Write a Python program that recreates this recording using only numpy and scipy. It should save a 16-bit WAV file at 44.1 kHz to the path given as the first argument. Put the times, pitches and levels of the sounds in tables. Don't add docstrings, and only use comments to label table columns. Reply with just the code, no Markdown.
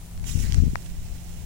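import sys
import numpy as np
from scipy import signal
from scipy.fft import rfft, irfft
from scipy.io import wavfile
from scipy.ndimage import uniform_filter1d

SR = 44100
rng = np.random.default_rng(int(sys.argv[2]) if len(sys.argv) > 2 else 0)


def materialize(psi):
    bounded = np.clip(np.atleast_2d(psi).T, -1, 1)
    quanta = np.round(bounded * 32767).astype(np.int16)
    wavfile.write(sys.argv[1], SR, quanta)


N = 63945
TIME = np.arange(N) / SR
FREQS = np.fft.rfftfreq(N, 1 / SR)


def amp(db):
    return 10 ** (np.asarray(db) / 20)


def unit(x):
    return x / np.sqrt(np.mean(x ** 2) + 1e-20)


def curve(points):
    return np.interp(TIME, *np.transpose(points))


def spectrum_db(freqs, points):
    hz, db = np.transpose(points)
    return np.interp(np.log(freqs), np.log(hz), db)


def colour(x, points):
    return irfft(rfft(x) * amp(spectrum_db(FREQS + 1, points)), N)


def above(x, hz):
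    return irfft(rfft(x) / (1 + (hz / (FREQS + 1)) ** 10), N)


def drift(rate_hz):
    return unit(irfft(rfft(rng.standard_normal(N)) * np.exp(-(FREQS / rate_hz) ** 2), N))


def slips(per_s, spread_db):
    size = amp(spread_db * np.minimum(rng.exponential(1, N), 5))
    return unit(size * rng.choice([-1, 1], N) * (rng.random(N) < per_s / SR))


def click(points):
    freqs = abs(np.fft.fftfreq(2048, 1 / SR))
    log_gain = np.log(amp(spectrum_db(freqs + 1, points)))
    sound = np.fft.ifft(np.exp(np.conj(signal.hilbert(log_gain)))).real
    return sound / abs(sound).max()


def resonate(x, hz, width_hz):
    turn = np.exp(2j * np.pi * np.cumsum(hz) / SR)
    pole = np.exp(-np.pi * width_hz / SR)
    return 2 * (turn * signal.lfilter([1 - pole], [1, -pole], x / turn)).real


def add(mix, start_s, sound):
    part = mix[round(start_s * SR):][:len(sound)]
    part += sound[:len(part)]


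# frequency in Hz, left gain in dB, right gain in dB.
AIR_SPECTRUM = [(20, 28.5, 32), (94, 30.5, 21.5), (199, 12, 14.5), (294, 7, 6.5), (520, 0, 1.5),
                (710, 3, 4.5), (1150, -3, -6.5), (2630, -5.5, -0.5), (5130, -8.5, -3.5), (7000, -8, 2.5),
                (9730, -2.5, -2), (13100, -8.5, -8.5), (15500, -10, 0.5)]
# time in seconds, gain in dB.
LEFT_HISS_DB = [(.52, 5), (.64, -5), (.73, -5), (.77, -1.5)]


def air(bass_coherence=0.98, corner_hz=1200):
    left, right = rng.standard_normal((2, N))
    shared = bass_coherence / (1 + (FREQS / corner_hz) ** 4)
    right = irfft(shared * rfft(left) + np.sqrt(1 - shared ** 2) * rfft(right), N)
    hz, left_db, right_db = np.transpose(AIR_SPECTRUM)
    left = colour(left, np.c_[hz, left_db]) * amp(curve(LEFT_HISS_DB))
    return np.array([left, colour(right, np.c_[hz, right_db])])


def hum(hz=172.3, waver=0.25):
    swell = 1 + waver * drift(rate_hz=6)
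    return unit(swell * np.sin(2 * np.pi * hz * TIME + waver * drift(rate_hz=2)))


# time in seconds, gain in dB.
OUTDOORS_DB = [(0, -48.5), (.2, -50), (.8, -44.5), (.98, -46.5), (1.14, -45), (1.45, -45.5)]


def outdoors():
    return (air() + amp(-2) * hum()) * amp(curve(OUTDOORS_DB) + .5 * drift(rate_hz=39))


# frequency in Hz, gain in dB.
LEAF_SPECTRUM = [(200, -29), (1200, 1), (2300, 5), (3800, 3.5), (5500, 6.5), (7200, 7), (10000, -3.5),
                 (15500, -22)]


def stirring(gain_db=-58.5):
    ports = [unit(colour(slips(per_s=520, spread_db=4.5), LEAF_SPECTRUM)) for _ in range(2)]
    return amp(gain_db) * np.array(ports)


# frequency in Hz, gain in dB.
RUMBLE_SPECTRUM = [(10, 0.5), (32, 4.5), (55, 7.5), (85, 0.5), (150, -7), (220, -17), (320, -24.5),
                   (480, -36.5), (800, -50.5), (2000, -100)]


def rumble(tilt_db_per_octave):
    tilted = [(hz, db + tilt_db_per_octave * np.log2(hz)) for hz, db in RUMBLE_SPECTRUM]
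    shudder = colour(rng.standard_normal(N), tilted)
    power = uniform_filter1d(shudder ** 2, size=2200, mode="wrap")
    return shudder / np.sqrt(power + 1e-20)


# time in seconds, level in dB.
LEFT_RUMBLE_DB = [(0, -50), (.11, -47.5), (.21, -28), (.31, -26), (.37, -19), (.5, -21.5), (.57, -19),
                  (.635, -15.5), (.675, -17.5), (.705, -26.5), (.79, -39), (.92, -34), (.99, -30),
                  (1.07, -35), (1.13, -35), (1.2, -39), (1.45, -32)]
RIGHT_RUMBLE_DB = [(0, -48), (.1, -47), (.16, -30.5), (.3, -44), (.42, -36), (.52, -34), (.6, -29),
                   (.75, -28.5), (.83, -39), (.93, -30), (1, -38), (1.45, -42)]


def handling(grit_db=6, grit_above_hz=140):
    left_db = curve(LEFT_RUMBLE_DB)
    shudder = rumble(tilt_db_per_octave=0)
    grit = (amp(grit_db) - 1) * amp(left_db - left_db.max()) * above(shudder, grit_above_hz)
    left = amp(left_db) * (shudder + grit)
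    right = amp(curve(RIGHT_RUMBLE_DB)) * rumble(tilt_db_per_octave=-4)
    return np.array([left, right])


# centre in seconds, peak in dB, half-width in seconds.
BODY_BUMPS = [(0.3571, -10.5, 0.002), (.4030, -19.5, 0.0022), (0.4968, -21.5, 0.00145),
              (.5495, -12, 0.0029), (0.586, -6, 0.0027), (0.6016, -12, 0.00173), (.6245, -8.5, 0.0016),
              (.6370, -9, 0.0013), (0.6804, -14, .0014), (0.735, -19.5, .0012), (0.994, -26.5, 0.0057),
              (1.1231, -22.5, 0.0038)]


def bumps():
    out = np.zeros((2, N))
    for centre_s, peak_db, half_width_s in BODY_BUMPS:
        offset = (TIME - centre_s) / half_width_s
        pulse = offset / (1 + (offset / 2) ** 2) ** 3
        out[0] += amp(peak_db) * pulse / pulse.max()
    return out


# frequency in Hz, gain in dB.
TAP_SPECTRUM = [(100, -25), (450, -10.5), (950, 1), (1350, -2.5), (1900, -2), (2450, -9), (3200, -34),
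                (3900, -20), (5600, -22), (7600, -30), (15000, -39)]


def tap(start_s=.7565, peak_db=-8, right_leak_db=-36):
    left = np.zeros(N)
    add(left, start_s, -amp(peak_db) * click(TAP_SPECTRUM))
    return np.array([left, amp(right_leak_db) * left])


# start in seconds, strength in dB, rise in seconds,
# T60 in seconds, ring frequency in Hz, ring boost in dB, tilt in dB per octave.
LEAF_SNAPS = [(.1770, -29, .0003, .006, 900, 7, -2.5), (.2426, -22, .0005, .007, 2080, 7, -4.5),
              (.2945, -23, .002, .009, 6300, 2, .5), (.5062, -27.5, .002, .014, 2700, 5, -.5),
              (.5228, -15.5, .0001, .008, 2900, 12, -1.5), (.5322, -21.5, .0001, .005, 14500, 9, 5),
              (.5448, -11.8, .0001, .006, 2200, 7, .3), (.7000, -29, .003, .014, 9200, 16, 2),
              (.8600, -22, .004, .016, 3280, 5, 0), (1.3275, -26, .002, .009, 3650, 4, -.5)]


def snaps(ring_half_width_octaves=.2, left_lead_s=.00015, grain_spread_db=4.5, crackle_db=-3):
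    out = np.zeros((2, N))
    t = np.arange(2048) / SR
    hz = np.geomspace(200, 16000, 200)
    base_db = spectrum_db(hz, LEAF_SPECTRUM)
    for start_s, strength_db, rise_s, t60_s, ring_hz, ring_db, tilt in LEAF_SNAPS:
        octaves = np.log2(hz / ring_hz)
        boost_db = ring_db / (1 + (octaves / ring_half_width_octaves) ** 2)
        leaf = click(np.c_[hz, base_db + tilt * octaves + boost_db])
        envelope = (1 - np.exp(-t / rise_s)) * amp(-60 * t / t60_s)
        impulse = np.exp(-rise_s / .0012) * (t == 0)
        for port, lead_s in enumerate([left_lead_s, 0]):
            grains, sizes = rng.standard_normal((2, len(t)))
            crackle = envelope * grains * amp(grain_spread_db * sizes)
            drive = impulse + amp(crackle_db) * crackle / np.linalg.norm(crackle)
            add(out[port], start_s - lead_s, amp(strength_db) * signal.fftconvolve(drive, leaf))
    return out


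# frequency in Hz, relative level in dB.
SHELL_MODES = [(5814, -71), (6121, -56), (6724, -65), (6966, -61), (7138, -64), (7784, -67), (7935, -66)]


def housing(drive, tail_t60_s=.061, tail_db=-7, modes_t60_s=.066, modes_db=-19.5):
    t = np.arange(4096) / SR
    tail = rng.standard_normal(len(t)) * amp(-60 * t / tail_t60_s)
    modes = sum(amp(db - 60 * t / modes_t60_s) * np.cos(2 * np.pi * hz * t) for hz, db in SHELL_MODES)
    shell = amp(tail_db) * tail / np.linalg.norm(tail) + amp(modes_db) * modes / np.linalg.norm(modes)
    return drive + signal.fftconvolve(drive, shell)[:N]


# time in seconds, gain in dB.
SCRAPE_DB = [(.2, -62), (.255, -42.5), (.275, -34), (.297, -33), (.335, -38), (.38, -37), (.435, -33.5),
             (.475, -37), (.51, -40), (.58, -38), (.62, -44), (.71, -50), (.78, -50.5)]
# time in seconds, gain in dB.
TREBLE_DB = [(.29, -1), (.35, -1.5), (.425, -1.5), (.57, -18)]
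# frequency in Hz, gain in dB.
FRICTION_SPECTRUM = [(300, -69), (1100, -8), (1800, -3.5), (4400, 0.5), (5800, 5.5), (7500, 8), (10000, 2),
                     (13400, -7.5), (14500, 0), (15500, .5)]
# time in seconds, frequency in Hz.
BLADE_GLIDE_HZ = [(.29, 3080), (.36, 3020), (.43, 2380), (.6, 2500)]
# ratio to the main resonance, width per filter stage in Hz, gain in dB.
BLADE_RESONANCES = [(1, 1510, 2.5), (2.05, 2010, -3.5)]


def scrape(contact_jitter=.13, ring_db=-10, treble_above_hz=6850):
    blade_hz = curve(BLADE_GLIDE_HZ) * (1 + contact_jitter * drift(rate_hz=24))
    treble_gain = amp(curve(TREBLE_DB))
    ports = []
    for _ in range(2):
        drive = housing(slips(per_s=6000, spread_db=2))
        ring = np.zeros(N)
        for ratio, width_hz, db in BLADE_RESONANCES:
            mode_hz = ratio * blade_hz
            ring += amp(db) * resonate(resonate(drive, mode_hz, width_hz), mode_hz, width_hz)
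        friction = unit(colour(drive, FRICTION_SPECTRUM))
        rasp = unit(friction + amp(ring_db) * unit(ring))
        ports.append(rasp + (treble_gain - 1) * above(rasp, treble_above_hz))
    return np.array(ports) * amp(curve(SCRAPE_DB) + .8 * drift(rate_hz=80))


# frequency in Hz, gain in dB.
BODY_SHADOW = [(1000, -1.5), (2400, -11.5), (4500, -11.5), (7000, -14.5), (10500, -1.5), (15000, -5)]


def shaded(leaves):
    left, right = leaves
    return np.array([colour(left, BODY_SHADOW), right])


def scene():
    leaves = shaded(scrape() + snaps() + stirring())
    return leaves + handling() + bumps() + tap() + outdoors()


def record(dry, cutoff_hz=15900):
    lowpass = signal.firwin(511, cutoff_hz, window=("kaiser", 9), fs=SR)
    return signal.oaconvolve(dry, lowpass[None], "same")


dry = scene()
out = record(dry)
materialize(out)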